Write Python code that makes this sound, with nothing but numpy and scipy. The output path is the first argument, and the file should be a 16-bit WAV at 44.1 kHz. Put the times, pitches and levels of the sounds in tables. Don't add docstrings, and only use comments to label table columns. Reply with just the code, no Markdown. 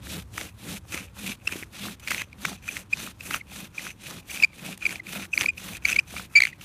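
import sys
import numpy as np
from scipy import signal
from scipy.fft import rfft, irfft
from scipy.io import wavfile
from scipy.ndimage import uniform_filter1d

SR = 44100
rng = np.random.default_rng(int(sys.argv[2]) if len(sys.argv) > 2 else 0)


def voltage_ratio(level):
    return 10 ** (np.asarray(level, float) / 20)


def to_wav(s):
    ch = np.atleast_2d(s).T
    pcm = np.round(np.clip(ch, -1, 1) * 32767)
    wavfile.write(sys.argv[1], SR, pcm.astype(np.int16))


N = 292824


def rms_one(x):
    return x / np.sqrt(np.mean(x ** 2) + 1e-20)


def in_time(rows):
    s, *columns = np.transpose(rows)
    return [np.interp(np.arange(N) / SR, s, c) for c in columns]


def colour(x, spectrum, low, high):
    hz, points = np.arange(N // 2 + 1) * SR / N + 1, np.array(spectrum)
    shaped = rfft(x) * voltage_ratio(np.interp(np.log(hz), np.log(points[:, 0]), points[:, 1]))
    inside = (hz > low) & (hz < high)
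    return irfft(shaped, N) * N / np.sqrt(2 * np.sum(np.abs(shaped[inside]) ** 2))


def drift(rate_hz):
    r = np.exp(-2 * np.pi * rate_hz / SR)
    noise = rng.standard_normal(N + SR)
    return rms_one(signal.lfilter([1], [1, -2 * r, r * r], noise)[SR:])


def body(x, modes, shift_db=0.):
    out = 0
    for k, (hz, width_hz, db) in enumerate(modes):
        r = np.exp(-np.pi * width_hz / SR)
        ringing = signal.lfilter([1, 0, -1], [1, -2 * r * np.cos(2 * np.pi * hz / SR), r * r], x)
        out = out + (-1) ** k * voltage_ratio(db + shift_db * drift(7.1)) * rms_one(ringing)
    return rms_one(out)


def grains(per_s, spread_db):
    sizes = voltage_ratio(spread_db * np.minimum(rng.exponential(1, N), 3)) * rng.choice([-1, 1], N)
    return sizes * (rng.random(N) < per_s / SR) + 1e-18


def patchy(x, patch_db):
    edges_hz = np.geomspace(300, 17000, 9)
    out = 0
    for k, pair in enumerate(zip(edges_hz, edges_hz[1:])):
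        band = signal.sosfilt(signal.butter(2, pair, "band", fs=SR, output="sos"), x)
        out = out + (-1) ** k * band * voltage_ratio(patch_db * (drift(7.8) + drift(27)))
    return out


# pitch_hz, density_db
AIR = [(15, -29), (25, 13), (107, 17), (198, 14), (666, -6), (1020, -1.5), (2490, -14), (4260, -52),
       (11500, -48), (14300, -83), (15500, -31)]
# time_s, level_db
RUMBLE = [
    (0.0, -43),
    (0.6, -49.5),
    (2.2, -52.5),
    (5.0, -59),
    (6.0, -47.5),
    (6.64, -63.5),
]
# time_s, level_db
DRONE = [
    (4.6, -75),
    (4.9, -59),
    (6.0, -62.5),
    (6.2, -81.5),
]


def outdoors():
    air = voltage_ratio(-63.5 + 0.29 * drift(1)) * colour(rng.standard_normal(N), AIR, 320, 14000)
    far = body(rng.standard_normal(N), [(63.6, 21, -3.0), (105, 33.5, -3)])
    drone = voltage_ratio(in_time(DRONE)[0]) * body(rng.standard_normal(N), [(330, 15, 0.033)])
    return air + voltage_ratio(in_time(RUMBLE)[0] + 0.5) * far + drone


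def scatter(x):
    t60_s, level_db = .67, -73
    t = np.arange(SR // 5) / SR
    tail = rms_one(rng.standard_normal(len(t))) * voltage_ratio(-60 * t / t60_s) * (t > .004)
    return voltage_ratio(level_db) * signal.fftconvolve(x, tail)[:N]


# time_s, peak_db,
# ring_hz
KNOCKS = [(0.38, -19.5, 1300), (0.944, -28, 306), (1.525, -32, 324), (1.557, -27, 327), (1.625, -34, 353),
          (2.116, -12, 1450), (2.217, -31.5, 1150), (2.451, -11.5, 1460), (2.484, -26, 1264),
          (2.518, -32, 705), (3.074, -25, 1294), (3.31, -20, 1430), (3.344, -13.5, 1360),
          (3.867, -25, 1374), (6.14, -31.5, 703), (6.165, -24.5, 1293),
          (0.07, -28, 1690), (1.492, -25, 1690), (1.517, -25, 2290), (1.627, -19.5, 2360),
         (1.633, -20.5, 2040),
          (1.854, -27.5, 1290),
    (1.87, -34, 705),
    (1.884, -25, 1390),
    (3.519, -37, 781),
    (4.69, -31.5, 704),
    (5.134, -37, 570),
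    (5.16, -32, 673),
    (5.196, -33.5, 703),
    (5.444, -25, 980),
    (6.197, -23, 1380),
]


def catches():
    out, t = np.zeros(N + SR), np.arange(SR // 25) / SR
    for s, peak_db, hz in KNOCKS:
        fade = np.exp(-t * (hz / 1.6 + 150))
        ring = np.sin(2 * np.pi * hz * t) * fade * (1 - np.exp(-t * 3000))
        out[int(s * SR):int(s * SR) + len(t)] += voltage_ratio(peak_db + 4.5) * ring
    return out[:N]


# start_s, stop_s, full_speed_hiss_db, lean_to_end_db, board_thrum_db
PUSHES = [(0.03, 0.225, -45, 1, -35.5), (0.591, 0.784, -45, 8, -33.5), (1.155, 1.353, -44, 1.5, -38),
          (1.729, 1.95, -45.5, 0.3, -37.5), (2.389, 2.562, -45, 0.8, -39), (2.919, 3.118, -44.5, 0.6, -42),
          (3.497, 3.675, -47, 0, -40), (4.007, 4.204, -47, 0.1, -39.5), (4.55, 4.753, -47.5, 6, -35.5),
          (5.059, 5.264, -44.5, -0.5, -38), (5.572, 5.776, -46, -0.5, -40.5),
          (6.082, 6.261, -46.5, 0.6, -40.5), (6.604, 6.795, -48.5, -8.5, -38)]
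# start_s, stop_s, full_speed_hiss_db, lean_to_end_db, board_thrum_db
PULLS = [(0.327, 0.496, -44, 0.2, -41.5), (0.884, 1.062, -44, -4, -42.5), (1.449, 1.641, -44.5, 1.5, -44.5),
         (2.036, 2.244, -43, 1.3, -45.5), (2.646, 2.826, -45, 1.9, -46.5), (3.205, 3.4, -42.5, 5.5, -42),
         (3.75, 3.921, -45, 1, -45.5), (4.276, 4.453, -42, -0.5, -45), (4.806, 4.986, -44, 0.7, -42),
         (5.327, 5.488, -42.5, 0.5, -39), (5.837, 6, -40.5, -1, -42.5), (6.326, 6.502, -49, 3, -56)]


def pushing():
    ends_s = [stop + .04 for start, stop, *levels in sorted([*PUSHES, *PULLS])]
    turns = np.searchsorted(ends_s, np.arange(N) / SR)
    return uniform_filter1d(1. - turns % 2, size=600)


def stroke_db():
    pause_db = -72
    rows = [(0, pause_db)]
    for strokes, stop_db, stall_s in (PUSHES, -56, 0.0097), (PULLS, -58, 0.015):
        for start, stop, full_db, lean_db, thrum_db in strokes:
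            place = np.clip(0.46 + 0.11 * lean_db, .3, .7)
            times = start + np.array([0, .16, place, .84, 1]) * (stop - start)
            shoulder_db = full_db - 6
            levels = [-59, shoulder_db - lean_db / 2, full_db, shoulder_db + lean_db / 2, stop_db]
            rows += [(start - .028, pause_db), (stop + stall_s, pause_db)]
            rows += zip(times, levels)
    return in_time(sorted(rows))[0]


def shaking_db():
    rest_db = (-60, -60)
    rows = [(-0.11, *rest_db)]
    for strokes, place in (PUSHES, 0.66), (PULLS, 0.63):
        for start, stop, full_db, lean_db, thrum_db in strokes:
            knock_db = -43.5 + .6 * min(thrum_db + 41, 0)
            for side in (-0.16, 0.16):
                rows.append((start + (place + side) * (stop - start), thrum_db - 0.5, knock_db))
            rows.append((stop + 0.026, *rest_db))
    return in_time(sorted(rows))


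# pitch_hz, width_hz, level_db
BOARD = [(191.5, 41, 10.5), (225, 110, -10), (243, 17, -11.5)]
# pitch_hz, width_hz, level_db
SOCKET = [(546, 81, -4), (775, 100, -4.5), (1150, 840, 0.5)]


def thrum(hiss_db, thrum_db, knock_db):
    shake, push = grains(2500, 2.2), pushing()
    board = 0.5 * body(shake, BOARD, shift_db=.5)
    bow_db = -7.5 + (-14 + 7.5) * push
    bow = voltage_ratio(bow_db) * body(shake, [(264, 92, 0.1)])
    cord_hz = 190 * (1 + .13 * drift(37.9))
    cord = np.sqrt(2) * np.sin(2 * np.pi * np.cumsum(cord_hz) / SR) * voltage_ratio(1.9 * drift(31))
    level = voltage_ratio(thrum_db - 0.5 + .35 * (hiss_db + 48.5) + 1.5 * drift(29))
    socket = body(grains(500, 4.5), SOCKET, shift_db=2.5)
    knocks = voltage_ratio(knock_db - 10 + 5.8 * np.tanh(drift(20))) * socket
    return level * (board + bow + .55 * push * cord) + knocks


# pitch_hz, density_db
RASP = [(260, -10), (450, -19.5), (538, -7.5), (1020, -9.5), (2070, -4), (2780, -1.5), (4670, -8.5),
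        (6190, -7), (12100, -8.5), (15500, -11.5)]
# pitch_hz, width_hz, level_db
SPINDLE = [(2503, 260, 7), (1360, 205, -5.5), (6080, 190, -3)]
# time_s, length_ms, level_db
SLIPS = [
    (1.997, 8.7, -52.5),
    (2.625, 2.7, -63),
    (4.776, 3, -44.5),
    (5.768, 4.8, -43.5),
]


def rasp(hiss_db, bite_db):
    t = np.arange(N) / SR
    dust = patchy(colour(grains(12000, 3.3), RASP, 6250, 19200), patch_db=1.32)
    wobble = 1.67 * np.tanh(drift(34) / 1.8)
    hiss = dust * voltage_ratio(1.6 * wobble + 1.1 * drift(140))
    fibres = body(grains(1100, 5.0), SPINDLE, shift_db=5.0)
    bite = fibres * voltage_ratio(bite_db - 0.5 + 6.7 * wobble)
    scrape_db = -0.15 * t + 2.8 * wobble
    scrape = pushing() * voltage_ratio(scrape_db) * body(grains(4000, 2.4), [(3640, 760, 0.1)])
    slips = 0
    for s, ms, db in SLIPS:
        slips = slips + voltage_ratio(db) * (t > s) * np.exp(-((t - s) * 1000 / ms) ** 2)
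    return voltage_ratio(hiss_db) * (hiss + bite + scrape) + slips * dust


# middle_s, length_ms, peak_db, pitch_hz
SQUEALS = [(2.6903, 5.5, -21.5, 2408), (2.9348, 6.5, -12, 2473), (3.4136, 4.2, -30, 2164),
           (3.7835, 3.6, -20, 2427), (4.4021, 3.1, -22, 2475), (4.4377, 5.2, -5.5, 2415),
           (4.4466, 5.2, -6.5, 2398), (4.8292, 7.6, -27.5, 2450), (4.8558, 2.75, -11.5, 2455),
           (4.8664, 3.7, -12, 2358), (5.0014, 5.7, -28, 2025), (5.338, 8, -16, 2515),
           (5.378, 1.7, -6.5, 2307), (5.4615, 2.68, -10, 2314), (5.4907, 8.5, -13.5, 2494),
           (5.5022, 8.8, -23.5, 2395), (5.8545, 3.3, -7, 2352), (5.9654, 5.2, -13, 2229),
           (5.9919, 5.65, -8, 2457), (6.3746, 35, -8.5, 2345), (6.4052, 1.82, -7, 2144),
           (6.4219, 2.85, -6, 2283), (6.4369, 2.26, -8.5, 2114), (6.4537, 1.43, -10, 2147),
           (6.5311, 3.4, -32.5, 1950)]
# middle_s, length_ms, peak_db, pitch_hz
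CHIRPS = [(1.4762, 3.8, -13.5, 2660), (2.076, 1.52, -18, 2285), (2.1808, 1.26, -21.5, 1974),
          (2.3307, 2.1, -36, 2328), (2.7686, 0.78, -18.5, 2020), (3.2091, 3.2, -29, 2422),
          (3.3414, 1.9, -20, 2570), (3.7959, 3.6, -29, 2225), (4.3008, 6.5, -32.5, 2430),
          (4.3161, 1.4, -26.5, 2493), (4.3435, 1.9, -35, 2262), (4.3745, 2.16, -24, 2400),
          (4.4269, 4.3, -14.5, 2510), (4.533, 2.6, -44, 2154), (4.894, 1.6, -22, 2143),
          (4.9084, 1.9, -24, 2214), (4.9582, 1.9, -24, 2285), (5.0697, 3.4, -30.5, 2320),
          (5.4108, 0.6, -8, 2505), (5.4323, 1.9, -21.5, 2186), (5.581, 6.3, -30, 2560),
          (5.8925, 7.5, -26.5, 2436), (5.929, 2.4, -16, 2402), (5.998, 1.27, -15.5, 2775),
          (6.167, 3.9, -26, 2323), (6.4898, 1.73, -37, 2292)]
# middle_s, length_ms, peak_db
GRINDS = [(0.38, 2, -26.5), (0.4132, 2.5, -29), (0.9463, 4.5, -31), (0.9773, 1.1, -25.5),
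          (1.5247, 5.5, -29), (2.084, 6.9, -28), (2.109, 5.2, -21), (2.119, 8, -24.5), (2.1468, 1.1, -19.5),
          (2.2138, 1.5, -36.5), (2.2187, 3.8, -27), (2.4539, 4.4, -21), (3.311, 6, -29),
          (3.3458, 1.94, -23), (3.869, 2.6, -32), (4.927, 1.58, -29.5), (5.133, 4.7, -31.5),
          (5.2544, 5.2, -41.5), (5.415, 0.8, -16), (5.4201, 3.85, -23.5), (5.4371, 0.29, -22),
          (5.9002, 1.54, -31), (5.9207, 3.7, -25), (6.471, 1.1, -26.5), (6.614, 4.3, -42)]


def grips():
    rows = []
    for s, ms, db, hz in SQUEALS:
        over_db = max(-2 + 1.25 * db, -26) - 0.0194 * (hz - 2300)
        rows.append((s, ms, db, hz, over_db, -20.5 - 1.5 * min(ms, 8.5)))
    for s, ms, db, hz in CHIRPS:
        rows.append((s, ms, db, hz, max(-2 + 1.25 * db, -11.5), -16.5))
    for s, ms, db in GRINDS:
        rows.append((s, ms, db, 2180, -31, -4.5))
    return sorted(rows)


# pitch_hz, density_db
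GRIT = [(300, -7), (750, -15.5), (1400, 0), (2500, 3.7), (4300, -5.5), (8000, -7.5), (15500, -17.5)]


def squeaks():
    t, table = np.arange(N) / SR, np.array(grips())
    tone, overtone, grit = np.zeros((3, N))
    for s, length_ms, peak_db, hz, over_db, grit_db in table:
        near = slice(int((s - .04) * SR), int((s + .04) * SR))
        after = t[near] - s
        away = np.abs(after) / (max(length_ms, .6) / 2000)
        away = away * np.where(after > 0, 1.12, .9)
        squareness = 1.25 + 0.085 * length_ms + (length_ms / 14) ** 2
        swell = voltage_ratio(peak_db - 6 * away ** squareness / (1 + 0.0662 * away))
        swell = swell * voltage_ratio(-150 * after)
        tone[near] += swell ** 2
        overtone[near] += (swell ** 2 / voltage_ratio(peak_db) * voltage_ratio(over_db)) ** 2
        grit[near] += (swell * voltage_ratio(grit_db + 0.5)) ** 2
    tone, overtone, grit = np.sqrt(tone), np.sqrt(overtone), np.sqrt(grit)

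    swing = uniform_filter1d(tone, size=40)
    sag = 0.14 * np.gradient(swing) * SR / 1000 + 0.076 * (swing - .2)
    broken = np.clip((np.interp(t, table[:, 0], table[:, 5]) + 21) / 16, 0, 1)
    ends = [(s + side * ms / 2500, hz) for s, ms, db, hz, *mix in table for side in (-1, 1)]
    ends = np.array(sorted(ends))
    pitch = np.interp(t, ends[:, 0], ends[:, 1])
    pitch = pitch * (1 + (.024 + .12 * broken) * drift(300) - sag)
    phase = 2 * np.pi * np.cumsum(pitch) / SR

    third = voltage_ratio(-6 - 9 * ((3 * pitch - 6450) / 550) ** 2).clip(voltage_ratio(-17))
    third = third * voltage_ratio(3 * drift(150) + 1.0)
    fourth = voltage_ratio(-7 - 9 * ((4 * pitch - 8500) / 350) ** 2).clip(voltage_ratio(-30))
    upper = np.cos(2 * phase + 0.59) + third * np.cos(3 * phase) + fourth * np.cos(4 * phase)
    high_edge = voltage_ratio(-22.5) * np.clip((pitch - 2350) / 150, 0, 1) * np.sin(3 * phase)
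    rough = colour(grains(11000, 0.49), GRIT, 800, 3100)
    flutter = voltage_ratio((.7 + 3.5 * broken) * np.tanh(drift(350)))
    return tone * (np.cos(phase) * flutter + high_edge) + overtone * upper + grit * rough


def scene():
    hiss_db, (thrum_db, knock_db) = stroke_db(), shaking_db()
    bite_db = -2 + 0.92 * np.arange(N) / SR + 4 * (1 - pushing())
    squeal = squeaks()
    drill = thrum(hiss_db, thrum_db, knock_db) + catches() + rasp(hiss_db, bite_db) + squeal
    return (outdoors() + scatter(squeal) + drill)[None]


def low_pass(x):
    return signal.sosfilt(signal.butter(12, 16480, fs=SR, output="sos"), x)


def record(dry):
    cut = signal.sosfilt(signal.butter(2, 42, "high", fs=SR, output="sos"), dry)
    cut = signal.sosfilt(signal.cheby2(16, 60, 15700, fs=SR, output="sos"), cut)
    return low_pass(cut)


dry = scene()
out = record(dry)
to_wav(out)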